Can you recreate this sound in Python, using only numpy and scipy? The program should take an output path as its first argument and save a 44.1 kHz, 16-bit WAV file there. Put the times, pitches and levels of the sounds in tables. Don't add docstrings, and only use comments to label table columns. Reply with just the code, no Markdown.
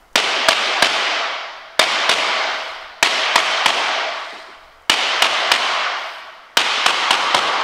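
import sys
import numpy as np
from scipy import signal
from scipy.fft import rfft, irfft, next_fast_len
from scipy.io import wavfile
from scipy.ndimage import uniform_filter1d, map_coordinates

SR = 44100
rng = np.random.default_rng(int(sys.argv[2]) if len(sys.argv) > 2 else 0)


def int16_out(signal):
    q = np.round(np.clip(np.atleast_2d(signal).T, -1, 1) * 32767)
    wavfile.write(sys.argv[1], SR, q.astype(np.int16))


def gain_from_decibels(decibels):
    exponent = np.asarray(decibels, float) / 20
    return 10 ** exponent


N = 336483

# centre in Hz, width in Hz, height in dB, extra ringing in s.
BOARD_MODES = [(651, 100, 2, 0.38), (780, 250, 2.5, 0.038), (1140, 20, 4, 0.033), (1490, 550, 0.5, 0.15),
               (2146, 910, 2.5, 0.26), (3000, 420, 0, 0.098), (7030, 110, -3, 0.074)]


def unit(x):
    return x / np.sqrt(np.mean(x ** 2) + 1e-20)


def along(points, hz):
    f, v = np.transpose(points)
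    return np.interp(np.log(hz + 1), np.log(f + 1), v)


def coloured(x, colour_db):
    m = next_fast_len(len(x) + 4096)
    log_gain = np.log(gain_from_decibels(colour_db(np.fft.rfftfreq(m, 1 / SR))) + 1e-6)
    cepstrum = irfft(log_gain, m)
    cepstrum[1:m // 2] *= 2
    cepstrum[m // 2 + 1:] = 0
    response = np.exp(rfft(cepstrum))
    return irfft(rfft(x, m) * response, m)[:len(x)]


def noise(spectrum):
    return unit(coloured(rng.standard_normal(N), lambda hz: along(spectrum, hz)))


def at(table, s):
    return table[max(start for start in table if start <= s)]


def bell(hz, centre, width):
    return 1 / (1 + (2 * (hz - centre) / width) ** 2)


def peaks(hz, heights):
    return sum(h * bell(hz, mode[0], mode[1]) for mode, h in zip(BOARD_MODES, heights))


def blow_colour(hz, spectrum, body_db, ring_db):
    tilt = [(450, body_db), (1100, ring_db), (2400, 0.015)]
    return along(spectrum, hz) + along(tilt, hz) + peaks(hz, [mode[2] for mode in BOARD_MODES])


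def ring_colour(hz, s):
    plank_modes = {0: [(653, 74, 8.5), (1500, 600, 8), (3600, 180, 6), (4630, 330, 7)], 1.5: [(640, 52, 16),
                   (1440, 150, 6.5), (2060, 170, 10), (3640, 370, 7), (4600, 370, 6.5)],
                   2.9: [(947, 350, 5.5), (1880, 150, 12), (2410, 360, 6), (3180, 250, 8)],
                   4.8: [(1000, 110, 2), (1440, 110, 1.5), (1850, 210, 6), (2920, 2200, 4.5),
                   (2860, 350, 6)], 6.5: [(925, 38, 9.5), (1240, 120, 10), (1860, 130, 1), (3090, 420, 10),
                   (3900, 300, 4)]}
    return sum(db * bell(hz, centre, width) for centre, width, db in at(plank_modes, s))


def early(ms):
    build_ms, build_db, even_db = 7.1, 58, 5
    bunch_gap_ms, bunch_width_ms, bunch_db = 10.9, 4.1, 7.5
    full_ms = FIELD_FULL_MS = 24.46 * 0 + build_ms
    bunches = sum(np.exp(-((ms - 24.46 - k * bunch_gap_ms) / bunch_width_ms) ** 2) for k in (0, 1, 2))
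    return even_db - build_db * np.clip(1 - ms / full_ms, 0, 1) + bunch_db * bunches


def tail(colour_db):
    # frequency in Hz, reverberation time t60 in s.
    room_t60 = [(60, 0.39), (250, 0.97), (600, 1.164), (1200, 1.402), (2500, 0.99), (5000, 1.23),
                (8000, 0.74), (12000, 0.56), (16000, .35)]
    hz, t, z = signal.stft(rng.standard_normal(2 * SR), SR, nperseg=1024)
    t60 = (along(room_t60, hz) + peaks(hz, [mode[3] for mode in BOARD_MODES]))[:, None]
    own_decay = gain_from_decibels(-60 * t / (0.91 * t60))
    next_room = gain_from_decibels(-15.5 - 60 * t / (1.506 * t60))
    clumps = uniform_filter1d(rng.standard_normal(z.shape), size=7, axis=0)
    clumps = uniform_filter1d(clumps, size=4, axis=1)
    z = z * np.hypot(own_decay, next_room) * gain_from_decibels(1.18 * unit(clumps))
    field = signal.istft(z, SR, nperseg=1024)[1][:2 * SR]
    field = coloured(field * gain_from_decibels(early(np.arange(2 * SR) / SR * 1000)), colour_db)
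    return field / np.sqrt(np.mean(field[SR // 20:SR // 10] ** 2))


def burst(ms, start, db, t60_ms, rise_ms):
    rise = 1 - np.exp(-np.clip(ms - start, 0, None) / rise_ms)
    return gain_from_decibels(db - 60 * np.abs(ms - start) / t60_ms) * rise


def knock(lag_ms, colour_db):
    ms = np.arange(SR // 10) / SR * 1000
    grit = rng.standard_normal((2, len(ms)))
    soft = uniform_filter1d(grit[0], size=5) * burst(ms, 0, 2.9, 51, 2.7)
    plank = burst(ms, lag_ms, 2.5, 15.4, 0.3)
    rattle = burst(ms, 2.16 * lag_ms, -3.5, 11.4, .25)
    sharp = grit[1] * (plank + rattle)
    pulses = [(.55, .6), (lag_ms + 0.306, -1.1), (1.65 * lag_ms, 1.1)]  # (ms, size)
    strike = sum(size * np.exp(-((ms - start) / 0.067) ** 2) for start, size in pulses)
    out = coloured(soft + sharp + gain_from_decibels(6) * strike, colour_db)
    return out / np.max(np.abs(out))


def walls(near):
    wall_ms = [22, 31, 36, 45.5, 75]
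    wall_db = [-24, -29, -21, -21, -31]
    echoes = np.zeros(len(near))
    echoes[0] = 1
    for ms, db, (a, b) in zip(wall_ms, wall_db, rng.standard_normal((len(wall_ms), 2))):
        echoes[round((ms + .6 * b) * SR / 1000)] = gain_from_decibels(db + 2.3 * a)
    return signal.fftconvolve(near, echoes)[:len(near)]


def boom(body_db):
    # frequency in Hz, level in dB, t60 in s.
    joists = [(78.2, -26, 0.51), (149.2, -22, 0.47)]
    t = np.arange(SR // 2) / SR
    shake = uniform_filter1d(rng.standard_normal((len(joists), len(t))), size=900)
    shake = unit(uniform_filter1d(shake, size=900))
    out = np.zeros(len(t))
    for (hz, db, t60), sway in zip(joists, shake):
        level_db = db + 1.64 * body_db
        out += gain_from_decibels(level_db - 60 * t / t60) * sway * np.sin(2 * np.pi * hz * t)
    return out * (1 - np.exp(-t / 0.0027))


def hammer():
    # start in s, strength in dB, body in dB, ring in dB, directness in dB.
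    blows = [(0.156, -3.5, 1, -2, 0.5), (0.485, -2.5, -1, 0.5, 3.5), (0.823, -2, -1, 0.5, 2.5),
             (1.793, -1.5, -2, 2, 2.5), (2.092, -3.5, 0, 0.5, -3), (3.0265, -2, -2.5, -0.5, 1.5),
             (3.357, -2.5, -3, 2, 1), (3.659, -4.5, -0.5, 2, 2.5), (4.896, -3, -2.5, -1.5, 2.5),
             (5.221, -2.5, -1.5, 4.5, -0.5), (5.516, -5, -2, 3.5, 2), (6.57, -3, -3.5, 1, 2.5),
             (6.861, -3.5, -1.5, 4.5, -1), (7.107, -3, 0, 7.5, -0.5), (7.345, -4.5, 4, 7.5, -0.5)]
    # frequency in Hz, density in dB per Hz.
    direct_spectrum = [(40, -69), (150, -18), (300, -14), (680, -2.5), (1500, -7), (2400, -5), (3000, -2.5),
                       (5000, -1.5), (6300, -6), (8800, -9.5), (13000, -35), (16000, -48)]
    # frequency in Hz, density in dB per Hz.
    field_spectrum = [(59, -77), (100, -20.5), (153, -33), (193, -15), (389, -6), (452, -5.5), (662, -4.5),
                      (1130, -3.5), (1760, -6.5), (3120, -1), (8830, -21.5), (12500, -36), (14500, -39),
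                      (16000, -44)]
    drum_db = {0: 0.1, 1.5: -1.1, 2.9: 3, 4.8: 1.1, 6.5: -4.9}
    out = np.zeros(N + 2 * SR)
    for s, db, body_db, ring_db, direct_db in blows:
        def near_colour(hz):
            return blow_colour(hz, direct_spectrum, body_db, ring_db) + ring_colour(hz, s)

        def field_colour(hz):
            colour = blow_colour(hz, field_spectrum, body_db, ring_db)
            return colour + 0.15 * ring_colour(hz, s) + peaks(hz, [at(drum_db, s)])

        near = knock(2.833, near_colour)
        after = out[round(s * SR):]
        after[:len(near)] += gain_from_decibels(db + direct_db + 21.5) * walls(near)
        after[:SR // 2] += gain_from_decibels(db) * boom(body_db)
        after[:2 * SR] += gain_from_decibels(db - 1.0) * tail(field_colour)
    earlier = tail(lambda hz: blow_colour(hz, field_spectrum, 2.2, 4))
    out[:SR] += gain_from_decibels(-13.0) * earlier[SR:]
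    return out[:N]


def quiet_room():
    # frequency in Hz, density in dB per Hz.
    hush = [(50, -3), (100, -11), (200, -12.5), (400, -7), (1000, -6), (3000, -27), (6000, -24.5),
            (11000, -33.5), (15500, -37), (16500, -64)]
    return gain_from_decibels(-54.5) * noise(hush)


def handling():
    # middle in s, half length in s, rumble in dB.
    moves = [
        (0.036, 0.22, -54),
        (1.5, 0.25, -74),
        (2.75, 0.52, -64),
        (4.72, .3, -61.5),
    ]
    # frequency in Hz, density in dB per Hz.
    rumble = [(8, -4), (20, 0), (40, -7), (65, -10), (85, -22), (130, -26), (250, -50)]
    t = np.arange(N) / SR
    lumps = gain_from_decibels(2.5 * map_coordinates(rng.standard_normal(N * 12 // SR + 4), [t * 12]))
    swell = gain_from_decibels(-74)
    swell = swell + sum(gain_from_decibels(db) * np.exp(-((t - s) / half) ** 2) for s, half, db in moves)
    return gain_from_decibels(10) * swell * unit(lumps * noise(rumble))


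def ticks():
    # start in s, level in dB, centre in Hz, t60 in s.
    contacts = [
        (.13, -50, 6500, .02),
        (4.322, -75, 12000, .015),
        (4.326, -37, 370, 0.29),
        (4.48, -45.5, 342, 0.34),
        (4.822, -56, 7050, .015),
    ]
    out = np.zeros(N + SR)
    t = np.arange(SR // 4) / SR
    for s, db, hz, t60 in contacts:
        puff = coloured(rng.standard_normal(len(t)), lambda f: -14 * np.abs(np.log2((f + 1) / hz)))
        out[round(s * SR):][:len(t)] += gain_from_decibels(db - 60 * t / t60) * unit(puff)
    return out[:N]


def slides():
    # start in s, rise in s, hold in s, level in dB, brightness in dB.
    pushes = [
        (1.17, .08, .15, -73, 1.5),
        (2.42, 0.072, 0.2, -54.5, -1.5),
        (4.06, 0.11, 0.23, -54, -7),
        (5.965, .02, .17, -58, 6),
    ]
    # frequency in Hz, density in dB per Hz.
    scrape_spectrum = [(1500, -17), (4000, 16), (6000, 4.5), (8800, 6.5), (10500, -4), (13000, -3),
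                       (15500, -13), (16500, -37)]
    depth_db, fade_db_per_s = 10, 73
    t = np.arange(N) / SR
    grain = gain_from_decibels(1.2 * unit(uniform_filter1d(rng.standard_normal(N), size=300)))
    scrape = unit(grain * noise(scrape_spectrum))
    out = np.zeros(N)
    for s, rise, hold, db, bright_db in pushes:
        tilt = [(4000, -bright_db), (14000, bright_db)]
        rise_db = -depth_db * np.clip(1 - (t - s) / rise, 0, 1)
        fade_db = -fade_db_per_s * np.clip(t - s - rise - hold, 0, None)
        out += (t > s) * gain_from_decibels(db + rise_db + fade_db) * coloured(scrape, lambda hz: along(tilt, hz))
    return gain_from_decibels(3.5) * out


def scene():
    return (hammer() + ticks() + slides() + quiet_room() + handling())[None]


def roll_off(x):
    return signal.sosfilt(signal.butter(12, 16690, fs=SR, output="sos"), x)


def record(dry):
    ceiling_db, overload = -18.5, .975
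    memory = np.exp(-1 / (0.018 * SR))
    heard = np.clip(dry, -2.5, 2.5)
    power = signal.lfilter([1 - memory], [1, -memory], heard ** 2)
    held = dry / (1 + (power / gain_from_decibels(2 * ceiling_db)) ** 2.052) ** (.5 / 2.313)
    clipped = np.clip(held, -overload, overload)
    m = next_fast_len(N)
    band = [(60, -7), (200, 0), (15700, 0), (15900, -21)]  # (Hz, dB)
    gain = gain_from_decibels(along(band, np.fft.rfftfreq(m, 1 / SR)))
    banded = irfft(rfft(clipped, m) * gain, m)[:, :N]
    return roll_off(banded)


dry = scene()
out = record(dry)
int16_out(out)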